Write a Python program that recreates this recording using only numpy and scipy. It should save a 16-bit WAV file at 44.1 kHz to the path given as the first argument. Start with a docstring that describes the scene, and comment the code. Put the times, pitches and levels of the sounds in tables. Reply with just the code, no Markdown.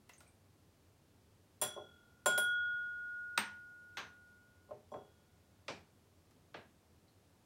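"""Tasting glasses on a wooden table in a small, quiet room. A dropper ticks lightly, then a glass is
clinked three times and its bowl sings on in close pairs of modes. Under the long note the dropper is
put down with two taps, its thin tube ringing high. A hand closes round the glass and stops the note.
Glasses are moved and set down, their feet clacking and the wood thudding, and a few last knocks and
ticks sound over the hush of the house."""
import sys
import numpy as np
from scipy import signal
from scipy.fft import rfft, irfft
from scipy.io import wavfile

SR = 44100
rng = np.random.default_rng(int(sys.argv[2]) if len(sys.argv) > 2 else 0)


def dump_mix(stems):
    """Bounce the given channels to the path in sys.argv[1] as a 16-bit WAV at rate SR."""
    frames = np.atleast_2d(stems).T  # one column per channel
    limited = np.clip(frames, -1, 1)  # hard clip at full scale
    pcm = np.round(limited * 32767).astype(np.int16)
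    wavfile.write(sys.argv[1], SR, pcm)


N = 328721
TIME = np.arange(N) / SR
BURST_TIME = TIME[:SR * 3 // 4]

# bowl of the glass, its lowest bending modes in close pairs:
# (pitch [Hz], relative level [dB], free ring t60 [s], pair member [-1 lower, +1 upper, 0 neither])
BOWL_MODES = [(1400.4, -6, 2.6, -1), (1443.1, -3, 3.7, 1), (3330, -2, 1.05, 1), (3369, -1, .85, -1),
              (5835, 0, .5, 0), (7311, 1, .24, 0), (7388, -1, .24, 0), (7530, -3, .2, 0),
              (8965, -4, .24, 0), (9043, 0, .24, 0), (10185, 0, .2, 0), (10295, -2, .24, 0),
              (2509, -20, .35, 0), (2886, -40, 2.5, 0), (4947, -9, .35, 0), (7440, 2, .07, 0),
              (8440, -16, .22, 0), (8650, -12, .24, 0), (9100, 3, .07, 0), (9600, -10, .15, 0),
              (10100, 6, .06, 0), (10910, -16, .2, 0), (11280, -14, .2, 0), (11750, -18, .2, 0),
              (12580, -11, .2, 0), (12770, -17, .2, 0), (13640, -20, .2, 0), (14100, -6, .16, 0),
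              (14220, 1, .06, 0), (14370, -11, .2, 0), (15170, -15, .2, 0), (15600, -8, .13, 0)]
# points of each clink's tone curve: (frequency [Hz])
CLINK_TONE_HZ = [1420, 3350, 5830, 7400, 9500]
# touches on the rim: (time [s], five gains at CLINK_TONE_HZ [dB], lean to the upper pair member [dB],
# ring time that the fingers leave [share])
CLINKS = [(1.6143, -54, -43, -44.5, -38, -33, -3, 0.78), (2.2587, -33.5, -43, -57, -34, -39.5, 8, 0.91),
          (2.3772, -58.5, -41, -56.5, -54, -38.5, 7, 0.98), (4.9175, -76, -70.5, -77, -79, -86, 3, 0.93)]
# the long note swells and sinks: (time [s], gain [dB])
NOTE_SWELL = [(2.26, -1.9), (2.52, 1), (2.75, 1), (2.95, -1.5), (3.2, 3), (3.65, 0.5), (4.0, 1), (4.33, 3),
              (4.58, -3)]
# glass tube of the dropper: (pitch [Hz], t60 [s], first tap level [dB], second tap level [dB])
TUBE_MODES = [(6110, 0.32, -54, -55), (6670, 0.25, -59.5, -58), (8560, 0.21, -40, -62),
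              (8610, 0.065, -35, -74), (11930, 0.17, -59.5, -64), (13530, 0.13, -46, -95),
              (15100, 0.099, -49, -95)]
# the dropper is put down: (time [s])
TUBE_TAPS = [3.3758, 3.9695]
# a glass foot lands: (time [s], edge thud gain [dB], rocking time [s], flat thud gain [dB],
# clack gain [dB])
LANDINGS = [(1.760, -49.5, 0.014, -45, -8.5), (4.688, -54, 0.02, -46.5, -7.5),
            (4.918, -47.5, .021, -44, -1.5)]
# tone curve of the foot's clack: (frequency [Hz], level [dB])
FOOT_TONE = [(200, -7), (550, 3), (1200, -12.5), (2400, -28), (4500, -40), (11000, -58)]
# hard contacts of glass and wood: (time [s], gain [dB], body [Hz], dull above [Hz],
# crack over tail [dB], ring pitch [Hz], thud gain [dB], bass drop [dB], treble fall [dB/octave])
KNOCKS = [(1.6157, -5, 1210, 15000, -7, 1460, -40.5, 7, 24),
          (1.6238, -4, 640, 13000, 1.5, 1020, -48, 7, 24),
          (2.2589, 1.5, 990, 12500, 1.5, 996, -34, 1.5, 21),
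          (2.376, -2.5, 550, 11760, 3.5, 950, -43.5, 10, 19.5),
          (3.375, 11.5, 1170, 4130, 2.5, 923, -56, 13, 17),
          (3.969, 0.5, 1110, 4315, -7, 1580, -56, 8.5, 27), (5.6803, 1, 513, 5970, -3, 2370, -49.5, 1, 35),
          (6.5416, -4, 520, 3500, -2, 1630, -56.5, 1.5, 23)]
# wooden table top: (pitch [Hz], relative level [dB], t60 [s])
WOOD_MODES = [(121.7, -15.5, 0.42), (231.3, -12, 0.29), (360.5, -14.5, 0.44), (415, -7, 0.38),
              (552.6, -5, 0.22), (606, 3, 0.16), (653, -18.5, 0.25), (752, -3, 0.24), (844, -15.5, 0.32),
              (894, -2.5, 0.11), (1051, 3, 0.14), (1324, -9.5, 0.18)]
# light touches of dropper and fingers: (time [s], ring gain [dB], pitch [Hz], click gain [dB])
TICKS = [(0.0908, -11, 2000, -21), (.093, -14.5, 2680, -22), (.133, -19, 6420, -30),
         (.180, -19.5, 8560, -39), (.2035, -13.5, 1430, -21.5), (.263, -21.5, 2370, -46),
         (.276, -26, 8640, -40), (6.308, -7, 261, -32), (7.08, -26.5, 4220, -52)]
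# reverb of the small room: (frequency [Hz], t60 [s])
ROOM_DECAY = [(150, 0.47), (400, 0.3), (1000, 0.32), (3000, 0.29), (7000, 0.28), (15000, 0.2)]
# tone curve of the room's hush: (frequency [Hz], relative density [dB])
HUSH_TONE = [(20, -31.5), (27, -20), (42, -2.5), (63, -4), (85, 12), (115, 3), (200, 1), (400, -3.5),
             (1000, -12), (2000, -18), (4500, -20), (11500, -24.5), (16000, -29)]


def glass(grip_s=4.71, grip_t60=.13):
    """The bowl sings until gripped; where the rim is touched decides which mode of a pair is louder."""
    out = np.zeros(N)
    swell = from_db(np.interp(TIME, *np.transpose(NOTE_SWELL)))
    grip = fade(np.maximum(TIME - grip_s, 0), grip_t60)
    for s, *tone_db, lean_db, ring_share in CLINKS:
        clink = np.zeros(N)
        for hz, db, t60, member in BOWL_MODES:
            gain = from_db(db + at_hz(zip(CLINK_TONE_HZ, tone_db), hz) + member * lean_db)
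            add(clink, s, gain * mode(hz, t60 * ring_share, wet=0.87, rise_s=0.0015, flutter_hz=127.4))
        out += clink * (swell * grip if s < grip_s else 1)
    return out


def mode(hz, t60, wet, rise_s, flutter_hz):
    """A decaying sine; wall reflections pile up and make it flutter until the room has died away."""
    t = TIME[:int(min(1.5 * t60 + .6, 4) * SR)]
    room_t60 = at_hz(ROOM_DECAY, hz)
    knots = rng.standard_normal((1200, 2)) @ [1, 1j] / np.sqrt(2)   # random level and phase
    flutter = np.interp(t * flutter_hz, np.arange(len(knots)), knots)
    # the flutter is deepest when mode and room die equally fast
    echoes = wet * min(t60 / room_t60, room_t60 / t60) * flutter * fade(t, room_t60)
    attack = 1 - np.exp(-t / rise_s)
    return np.imag((fade(t, t60) + echoes) * attack * np.exp(2j * np.pi * hz * t))


def dropper():
    """The thin tube rings briefly and high; the softer second tap wakes mainly its lower modes."""
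    out = np.zeros(N)
    for hz, t60, *levels in TUBE_MODES:
        for s, db in zip(TUBE_TAPS, levels):
            add(out, s, from_db(db) * mode(hz, t60, wet=0.4, rise_s=0.00087, flutter_hz=120))
    return out


def landings():
    """The edge of the foot thuds first; then the foot rocks flat with a second thud and a dull clack."""
    out = np.zeros(N)
    for s, edge_db, rock_s, flat_db, clack_db in LANDINGS:
        add(out, s, thud(edge_db))
        add(out, s + rock_s, thud(flat_db))
        add(out, s + rock_s, from_db(clack_db) * clack(FOOT_TONE, crack_db=0.5))
    return out


def knocks(ring_lift_db=7, boom_hz=205, boom_db=-3):
    """Each hard contact gives a clack and a short ring; the table top thuds and its frame booms."""
    out = np.zeros(N)
    for s, db, body_hz, dull_hz, crack_db, ring_hz, thud_db, bass_drop_db, fall_db in KNOCKS:
        tone = clack_tone(db, body_hz, dull_hz, bass_drop_db, fall_db)
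        ring_gain = from_db(at_hz(tone, ring_hz) + ring_lift_db)
        add(out, s, clack(tone, crack_db) + ring_gain * ping(ring_hz, crack_db))
        add(out, s, thud(thud_db))
        add(out, s, from_db(db + boom_db) * ping(boom_hz, crack_db))
    return out


def thud(thud_db, reference_db=-38.5, db_per_octave=13.5, rise_cycles=2.2):
    """The low modes of the wood swell over a few cycles; a harder blow is shorter and reaches higher."""
    out = np.zeros(N)
    rolloff_hz = 1130 * 2 ** ((thud_db - reference_db) / db_per_octave)
    for k, (hz, db, t60) in enumerate(WOOD_MODES):
        ring = mode(hz, t60, wet=1.0, rise_s=rise_cycles / hz, flutter_hz=71.0) * (-1) ** k
        punch = 0.92 + fade(TIME[:len(ring)], t60=0.042)
        gain = from_db(thud_db + db) / np.hypot(1, (hz / rolloff_hz) ** 3)
        add(out, 0, gain * ring * punch)
    return out


def clack(tone, crack_db):
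    """The crowded, quickly dying modes of one contact, as half-octave bands of noise."""
    edges = np.geomspace(90, 17000, 16)
    white = rng.standard_normal((len(edges), len(BURST_TIME)))
    out = np.zeros(len(BURST_TIME))
    for noise, low, high in zip(white, edges, edges[1:]):
        hz = np.sqrt(low * high)
        bandpass = signal.butter(3, [low, high], "band", fs=SR, output="sos")
        band = signal.sosfilt(bandpass, noise * crack_envelope(hz, crack_db))
        width_gain = np.sqrt(2 * (high - low) / SR / len(BURST_TIME))
        out += from_db(at_hz(tone, hz)) * rms_one(band) * width_gain
    return out


def clack_tone(db, body_hz, dull_hz, bass_drop_db, fall_db_per_octave):
    """Tone curve of a contact: size sets the body, and a slower touch dulls the top."""
    hz = np.geomspace(90, 17000, 48)
    octaves = np.log2(hz / body_hz)
    below_body_db = -bass_drop_db * np.clip(-octaves / 0.84, 0, 1)   # full drop 0.84 octaves down
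    above_body_db = -3.5 * np.maximum(octaves, 0)
    treble_loss = np.hypot(1, from_db(fall_db_per_octave * np.log2(hz / dull_hz)))
    bass_loss = np.hypot(1, (150 / hz) ** 2)   # small things radiate little below 150 Hz
    return list(zip(hz, db + below_body_db + above_body_db - 20 * np.log10(treble_loss * bass_loss)))


def ping(hz, crack_db):
    """A click through one damped resonance; two passes keep its skirts dark."""
    click = rng.standard_normal(len(BURST_TIME)) * crack_envelope(hz, crack_db)
    peak = signal.iirpeak(hz, Q=10, fs=SR)
    return signal.lfilter(*peak, signal.lfilter(*peak, click))


def crack_envelope(hz, crack_db, crack_s=0.0039, lag_cycles=0.54, fill_s=0.0037):
    """A crack of a few ms, later in the bass, then the room's tail; unit energy."""
    lag = lag_cycles / hz
    t = np.maximum(BURST_TIME - lag, 0)
    crack = rms_one(t * np.exp(-2 * t / (crack_s + lag)))
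    tail = rms_one((1 - np.exp(-t / (fill_s + lag))) * fade(t, at_hz(ROOM_DECAY, hz)))
    return rms_one(np.hypot(from_db(crack_db) * crack, tail)) / np.sqrt(len(BURST_TIME))


def ticks(crack_db=1):
    """Light touches of dropper and fingers: a short ring with a small click."""
    out = np.zeros(N)
    for s, ring_db, hz, click_db in TICKS:
        tone = clack_tone(click_db, body_hz=560, dull_hz=14600, bass_drop_db=16, fall_db_per_octave=24)
        add(out, s, clack(tone, crack_db) + from_db(ring_db) * ping(hz, crack_db))
    return out


def room_tone(hush_db=-68.36, drone_hz=100, drone_db=-80):
    """Steady hush of the house, with a low, wavering drone."""
    hz = np.maximum(np.fft.rfftfreq(N, 1 / SR), 1)
    hush = irfft(rfft(rng.standard_normal(N)) * from_db(at_hz(HUSH_TONE, hz)), N)
    drone = signal.lfilter(*signal.iirpeak(drone_hz, Q=27, fs=SR), rng.standard_normal(N))
    return from_db(hush_db) * rms_one(hush) + from_db(drone_db) * rms_one(drone)


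def from_db(db):
    """Decibels to gain."""
    return 10 ** (np.asarray(db) / 20)


def rms_one(x):
    """Scale to an rms of one."""
    return x / np.sqrt(np.mean(np.abs(x) ** 2) + 1e-20)


def at_hz(points, hz):
    """Read a curve of (frequency [Hz], value) on a log-frequency axis."""
    f, value = np.transpose(list(points))
    return np.interp(np.log(hz), np.log(f), value)


def fade(t, t60):
    """Exponential decay, 60 dB in t60."""
    return np.exp(-np.log(1000) * t / t60)


def add(out, s, sound):
    """Mix a sound in at time s."""
    start = int(round(s * SR))
    out[start:start + len(sound)] += sound[:N - start]


def scene():
    """The mono mix, heard from across the table."""
    return (glass() + dropper() + landings() + knocks() + ticks() + room_tone())[None]


def record(dry):
    """A steep high cut at 16 kHz."""
    return signal.sosfilt(signal.ellip(10, .1, 80, 16000, fs=SR, output="sos"), dry)


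dry = scene()
out = record(dry)
dump_mix(out)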